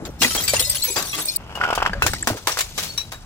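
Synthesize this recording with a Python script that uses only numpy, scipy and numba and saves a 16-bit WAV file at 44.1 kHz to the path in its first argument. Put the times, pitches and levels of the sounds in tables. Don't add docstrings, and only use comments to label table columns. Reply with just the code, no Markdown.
import sys
import numpy as np
from scipy import signal
from scipy.io import wavfile
from scipy.ndimage import uniform_filter1d
from numba import njit

SR = 44100
rng = np.random.default_rng(int(sys.argv[2]) if len(sys.argv) > 2 else 0)


def master(y):
    cut = np.clip(np.atleast_2d(y).T, -1, 1)
    pcm = np.round(cut * 32767)
    wavfile.write(sys.argv[1], SR, pcm.astype(np.int16))


def volts_from_db(level):
    exponent = np.asarray(level, float) / 20
    return 10 ** exponent


N = 143325
CHANGE_S = 1.371
LAG_S = .00013
LIKENESS = 0.06


@njit
def add(out, at, hz, t60, size, rise, lag, pan):
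    for e in range(len(at)):
        turn = np.exp((2j * np.pi * hz[e] - np.log(1000) / t60[e]) / SR)
        rise_step = np.exp(-1 / (rise * SR))
        for c in range(2):
            start = int(at[e] * SR) + int(lag[e] * SR) * c
            z = size[e] * (pan[e] if c == 0 else 1 / pan[e]) + 0j
            unrisen = 1.
            for i in range(start, min(out.shape[1], start + int(t60[e] * SR))):
                out[c, i] += z.imag * (1 - unrisen)
                z, unrisen = z * turn, unrisen * rise_step


def rings(at, db, hz, t60, rise):
    out = np.zeros((2, N))
    place = rng.standard_normal((len(at), 2))
    lag = np.abs(LAG_S * (0.54 + .9 * place[:, 0]))
    pan = volts_from_db(2.0 * place[:, 1])
    add(out, 1. * at, np.minimum(hz, .45 * SR), np.clip(t60, .003, .6), volts_from_db(db), rise, lag, pan)
    return out


def band(x, lo_hz, hi_hz):
    return signal.sosfilt(signal.butter(2, [lo_hz, hi_hz], "band", fs=SR, output="sos"), x)


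def unit(x):
    return x / np.sqrt(np.mean(x ** 2))


def walk(rate):
    k = int(SR / rate)
    held = np.repeat(rng.standard_normal(N // k + 1), k)
    return unit(uniform_filter1d(uniform_filter1d(held, k), k)[:N])


def pair(like, grain):
    a, b = rng.standard_normal((2, N)) * grain
    like = np.clip(like, 0, 1)
    right = like * a + np.sqrt(1 - like ** 2) * b
    return np.array([a, np.roll(right, int(LAG_S * SR))])


def curve(table):
    s, db = np.array(table).T
    return volts_from_db(np.interp(np.arange(N) / SR, s, db))


def crashes(table, attack_s, top_db, crack_db, low_hz):
    level_db, crack_s, tail_db, tail_stretch = -5.5, 0.00043, -14.5, 2.88
    power = np.zeros((3, N))
    for s, db, low_db, t60 in table:
        i = int(s * SR)
        t = np.arange(min(N - i, SR // 2)) / SR
        t60 = max(t60, .005)
        fall = 1000. ** (-t / t60)
        crack = volts_from_db(crack_db) * np.exp(-t / crack_s)
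        tail = volts_from_db(tail_db) * 1000. ** (-t / t60 / tail_stretch)
        shape = (1 - np.exp(-t / attack_s)) * (fall + crack + tail)
        gain = volts_from_db(db + level_db + np.array([low_db, 0, top_db]))
        power[:, i:i + len(t)] += (gain[:, None] * shape) ** 2
    grain = volts_from_db(1.5 * walk(600))
    out = 0
    for p, lo_hz, hi_hz, like in zip(power, (low_hz, 1600, 6500), (1800, 7000, 16500), (.8, LIKENESS, LIKENESS)):
        out = out + np.sqrt(p) * unit(band(pair(like, grain), lo_hz, hi_hz))
    return out


def shards(table, partner_db, rise):
    s, db, hz, *t60 = np.array(table).T
    t60 = t60[0] if t60 else 0.079 + 0 * s
    c = rng.random((len(s), 2))
    main = rings(s, db, hz, t60, rise)
    beat = rings(s, db - 8, hz * (1 + 0.01 * (c[:, 0] + 0.35)), 0.81 * t60, rise)
    brief = rings(s, db + partner_db, hz * (1.25 + 1.2 * c[:, 0]), 0.2 * t60, rise)
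    lasting = rings(s, db + partner_db, hz * (1.2 + 0.75 * c[:, 1]), 1.37 * t60, rise)
    return main + beat + brief + lasting


def debris(table, lo_hz, level_db):
    s, db = np.repeat(np.array(table)[:, :2], 16, axis=0).T
    c = rng.random((len(s), 4))
    piece_db = db + level_db + 5 * c[:, 1] - 3.6 * c[:, 2]
    return rings(s + .04 * c[:, 0] ** 2, piece_db, lo_hz * 8.3 ** c[:, 2], 0.0048 + 0.067 * c[:, 3], 0.00017)


def stone_steps(x):
    t = np.arange(SR // 20) / SR
    echo_t60_s, echo_db, chatter_db = 0.033, -8.5, 3
    echo = rng.standard_normal((2, len(t))) * 1000. ** (-t / echo_t60_s) * (t > .001)
    echo = echo / np.sqrt(np.sum(echo ** 2, axis=1, keepdims=True))
    echo = volts_from_db(echo_db) * band(echo, 1120, 12600)
    x = x * volts_from_db(chatter_db * walk(330))
    return x + signal.fftconvolve(x, echo, axes=1)[:, :N]


# (time [s], peak level [dB], low band relative level [dB], t60 [s])
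JAR_CRASHES = [(.05, -25.5, 3, 0.065), (.2165, -5, -5.5, 0.15), (.239, -24, 15.5, 0.057),
               (.307, -15, 1, 0.026), (.349, -13, 3, 0.06), (.372, -26, 1.5, 0.47), (.478, -8, -14, 0.071),
               (.534, -11.5, -3, 0.13), (.593, -11, -6, 0.081), (.692, -28, -27, 0.38),
               (.747, -14.5, -13, 0.065), (.835, -19.5, -13, 0.18), (.958, -14.5, 1, 0.21),
               (1.129, -26, -4.5, 0.42), (1.178, -19.5, -0.5, 0.15)]
# (time [s], peak level [dB], pitch [Hz], t60 [s])
JAR_BODY_MODES = [(.243, -5, 1958, 0.048), (.305, -27, 1310, 0.11), (.44, -16, 1974, 0.036),
                  (.479, -18.5, 2350, .15), (.575, -34, 2005, 0.6), (.594, -4, 3170, .025),
                  (.603, -21, 506, 0.085), (.615, -20.5, 3760, 0.18), (.665, -37, 579, 0.29),
                  (.695, -16.5, 4990, 0.11), (.733, -35, 583, 0.17), (.84, -41, 1040, 0.19),
                  (.85, -34.5, 2240, 0.3), (.87, -32, 2460, 0.26), (.876, -27.5, 500, 0.095),
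                  (.9, -24, 392, 0.082), (.965, -31, 1148, 0.24), (.975, -26, 1550, .08),
                  (1.075, -22, 3220, 0.017), (1.09, -25, 5780, .12), (1.131, -28.5, 1153, 0.18),
                  (1.16, -37.5, 307.5, 0.39), (1.255, -39, 608, 0.21), (1.27, -37, 2434, 0.29),
                  (1.36, -16.5, 4500, 0.094)]
# (time [s], peak level [dB], pitch [Hz])
JAR_SHARDS = [(0.3062, -14, 3110), (0.3506, -41, 3950), (0.374, -8, 3240), (0.4774, -5, 4590),
              (0.594, -8.5, 4210), (0.6454, -10.5, 4220), (0.82, -10, 4300), (0.9642, -13, 4770),
              (1.1292, -14, 2590), (1.281, -14, 4380),
              (.3207, -22, 7560), (0.347, -13.5, 9000), (0.4346, -10.5, 7730), (0.557, -12, 7000),
                 (0.5937, -8, 9280), (.617, -16.5, 9770), (0.692, -5, 8130), (.749, -15, 10130),
                 (0.834, -5, 11480), (0.875, -16, 6100), (0.906, -12, 7730), (1.19, -16.5, 7970),
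                 (1.2156, -21, 11500), (1.25, -14.5, 8500), (1.2825, -24, 8140)]
# (time [s], peak level [dB], pitch [Hz])
FINAL_CLINK = [
    (1.3605, -11, 9410),
    (1.3605, -15, 8100),
    (1.3605, -15, 14700),
]


def jar():
    burst = crashes(JAR_CRASHES, 0.0059, -11.0, 7, 94)
    pieces = debris(JAR_CRASHES, 2600, -14)
    pieces = pieces + shards(JAR_BODY_MODES, -6.5, 0.007)
    pieces = pieces + shards(JAR_SHARDS, -6.5, .008)
    pieces = pieces + shards(FINAL_CLINK, -8, 0.0022)
    cut = np.clip((CHANGE_S - np.arange(N) / SR) / .002, 0, 1)
    return (burst + stone_steps(pieces)) * cut


# (time [s], peak level [dB], low band relative level [dB], t60 [s])
BOTTLE_CRASHES = [(1.552, -31.5, 3, 0.092), (1.751, -17, -15, 0.057), (1.932, -35, 18.5, 0.041),
                  (2.022, -15, 0, 0.079), (2.064, -9, -4.5, 0.07), (2.134, -14.5, 3, 0.027),
                  (2.272, -13.5, 1, 0.12), (2.37, -29, 1, 0.094), (2.471, -12.5, 0, 0.14),
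                  (2.517, -21, -10, 0.051), (2.572, -22, -2.5, 0.19), (2.588, -12, -12.5, 0.087),
                  (2.606, -13, -15, 0.059), (2.778, -18.5, -5, 0.21), (2.828, -22, -10, 0.21),
                  (2.976, -22.5, -15, 0.13), (3.119, -26.5, 1, 0.11)]
# (time [s], peak level [dB], pitch [Hz], t60 [s])
BOTTLE_MODES = [(.535, -6, 584, 0.026), (1.553, -29.5, 2870, 0.15), (1.613, -23.5, 1460, 0.37),
                (1.638, -18, 1437, 0.35), (1.933, -21.5, 1635, 0.06), (1.934, -32.5, 4760, 0.036),
                (2.022, -13, 2632, 0.1), (2.023, -17, 1500, 0.09), (2.783, -21, 3900, .09),
                (2.786, -24, 5750, .1), (2.226, -13, 7640, 0.021), (2.23, -13.5, 1780, 0.0088),
                (2.518, -20.5, 5800, 0.091), (2.607, -19, 7190, 0.12), (1.95, -31, 562, 0.19),
                (2.115, -27, 7870, 0.13), (2.204, -36, 2950, 0.016), (2.375, -42, 6170, .1),
                (2.888, -31, 4390, 0.26), (2.977, -19.5, 3910, 0.17), (2.977, -18.5, 5670, 0.1),
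                (3.125, -37.5, 3830, 0.18)]


def bottle():
    burst = crashes(BOTTLE_CRASHES, 0.00079, -6, 6.5, 406)
    pieces = debris(BOTTLE_CRASHES, 1100, -21) + shards(BOTTLE_MODES, -21, 0.00058)
    return burst + stone_steps(pieces)


def knock(hz, t):
    width_s = 0.00055 / (hz / 1000) ** 0.63
    wave = np.cos(2 * np.pi * hz * t) + volts_from_db(-27.0) * np.cos(2 * np.pi * 2900 * t)
    return -wave * np.exp(-(t / width_s) ** 2)


# (time [s], peak level [dB], pitch [Hz])
ROLL_KNOCKS = [(1.574, -19.5, 842), (1.612, -7.5, 1550), (1.626, -20.5, 800), (1.637, -5.5, 1560),
               (1.648, -18.5, 800), (1.659, -27, 800), (1.675, -24, 800), (1.6865, -16.5, 900),
               (1.702, -10, 870), (1.714, -26, 900), (1.727, -8, 820), (1.731, -26, 900),
               (1.7505, -40, 800), (1.757, -28, 735), (1.776, -7.5, 900), (1.786, -32, 1100),
               (1.8017, -15, 1100), (1.819, -10, 1250), (1.8241, -6, 960), (1.851, -15, 1100),
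               (1.861, -1.5, 1500), (1.8725, -14.5, 870), (1.883, -33, 1500), (1.895, -18, 1500),
               (2.0207, -3, 1330), (2.064, -11.5, 1160), (2.272, -11.5, 1300), (2.571, -13, 1310)]
# (time [s], level [dB])
ROLL_LEVEL = [
    (1.37, -46),
    (1.4, -38.5),
    (1.55, -33),
    (1.65, -25),
    (1.88, -26.5),
    (1.97, -48),
]


def rolling():
    bumps_per_s, rattle_db = 95, -8.5
    half = 150
    t = np.arange(-half, half) / SR
    out, bumps = np.zeros((2, N)), np.zeros(N)
    for s, db, hz in ROLL_KNOCKS:
        i = int(s * SR) + 60
        out[:, i - half:i + half] += volts_from_db(db + 4) * knock(hz, t - np.array([[0], [LAG_S]]))
    c = rng.standard_normal((int(bumps_per_s * N / SR) - 9, 2))
    bump_s = (np.arange(len(c)) + 4 + .2 * c[:, 0]) / bumps_per_s
    bumps[(bump_s * SR).astype(int)] = volts_from_db(3.5 * c[:, 1])
    rattle = unit(np.convolve(bumps, knock(810, t), "same"))
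    rattle = np.array([rattle, np.roll(rattle, int(LAG_S * SR))])
    drive = volts_from_db(rattle_db) * bumps + np.abs(np.roll(out[0], 40)) * 0.12
    grit = signal.lfilter([1], [1, -np.exp(-1 / (0.0055 * SR))], drive) + 0.079
    glass = 0
    for hz, db in ((900, -13.0), (1450, -11.0), (2150, -19), (2900, -12), (5200, -21.5), (7500, -28.5),
                   (12500, -31)):
        glass = glass + volts_from_db(db) * unit(band(pair(0.4, grit), hz / 1.175, hz * 1.105))
    return out + curve(ROLL_LEVEL) * (volts_from_db(rattle_db) * rattle + glass)


# (time [s], level [dB])
SKITTER_LEVEL = [(.183, -58), (.21, -26), (.5, -29), (.9, -30.5), (1.368, -33), (1.372, -52), (2.0, -50.5),
                 (2.04, -28.5), (2.44, -40.5), (2.5, -27.5), (2.74, -37), (2.8, -26.5), (3.0, -42),
                 (3.25, -46.5)]


def skitter():
    splinters_per_s, splinter_t60_s = 1300, 0.084
    c = rng.random((int(splinters_per_s * N / SR), 4))
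    db = -1.5 * np.log(c[:, 1] + 1e-3)
    t60 = splinter_t60_s * (.3 + 1.2 * c[:, 3] ** 2)
    tinkle = rings(c[:, 0] * N / SR, db, 3400 * 4.6 ** c[:, 2], t60, .002)
    tinkle = unit(stone_steps(tinkle)) * volts_from_db(-11.5 * (np.arange(N) > CHANGE_S * SR))
    grit = unit(band(pair(0.51, volts_from_db(2.5 * walk(260))), 2550, 7100))
    return curve(SKITTER_LEVEL) * (tinkle + volts_from_db(-6.5) * grit)


# (time [s], peak level [dB], pitch [Hz])
LOW_BLOWS = [
    (0.21, -19.5, 249.6),
    (0.248, -17, 248),
    (0.965, -34.5, 182),
    (1.894, -23, 190),
    (2.271, -20, 238),
    (2.31, -17.5, 105),
    (2.468, -39, 330),
]


def thumps():
    s, db, hz = np.array(LOW_BLOWS).T
    return rings(s, db, hz, 0.12 + 0 * s, 0.0014)


# (time [s], level [dB])
SLOSH_LEVEL = [
    (0, -30.5),
    (.1, -40.5),
    (.16, -71),
    (2.0, -48),
    (2.07, -29),
    (2.16, -57),
    (2.265, -77),
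    (2.3, -25.5),
    (2.4, -44.5),
    (2.45, -76),
]


def slosh():
    gulps_per_s = 120
    c = rng.random((int(gulps_per_s * N / SR), 3))
    gulps = rings(c[:, 0] * N / SR, 9 * c[:, 1], 230 * 3.4 ** c[:, 2], 0.018 + 0 * c[:, 0], 0.0015)
    rush = unit(band(pair(0.85, 1.), 187, 790))
    return curve(SLOSH_LEVEL) * (unit(gulps) + volts_from_db(-7.5) * rush)


# (frequency [Hz], level per Hz [dB])
AIR_SPECTRUM = [
    (25, -1),
    (70, -1.5),
    (130, -3),
    (300, -18.5),
    (900, -24),
    (2400, -31),
    (16000, -61.5),
]
# (time [s], level [dB])
WIND_LEVEL = [
    (0, -35),
    (.3, -37),
    (1.3, -42),
    (1.9, -31),
    (2.5, -37.5),
    (3.25, -42.5),
]


def air():
    out = 0
    table_hz, table_db = np.array(AIR_SPECTRUM).T
    for hz in 35 * 2 ** np.arange(0, 9, .75):
        density_db = np.interp(np.log(hz), np.log(table_hz), table_db)
        db = density_db + 10 * np.log10(hz) + 4 * walk(6.6)
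        noise = pair(np.clip(1 - hz / 3000, .3, .93), 1.)
        out = out + volts_from_db(db) * unit(band(noise, hz / 1.3, min(hz * 1.3, 17000)))
    return curve(WIND_LEVEL) * unit(out)


def scene():
    return jar() + bottle() + rolling() + skitter() + thumps() + slosh() + air()


def roll_off(x):
    return signal.sosfilt(signal.butter(12, 16970, fs=SR, output="sos"), x)


def record(dry):
    left_db, left_top_db, top_hz = 1.0, 5, 16200
    side = np.array([[.5], [-.5]])
    top = signal.sosfilt(signal.butter(1, 6000, "high", fs=SR, output="sos"), dry)
    x = (dry + (volts_from_db(left_top_db * side) - 1) * top) * volts_from_db(left_db * side)
    low_pass = signal.ellip(8, .3, 60, top_hz, fs=SR, output="sos")
    return roll_off(signal.sosfilt(low_pass, np.tanh(x)))


dry = scene()
out = record(dry)
master(out)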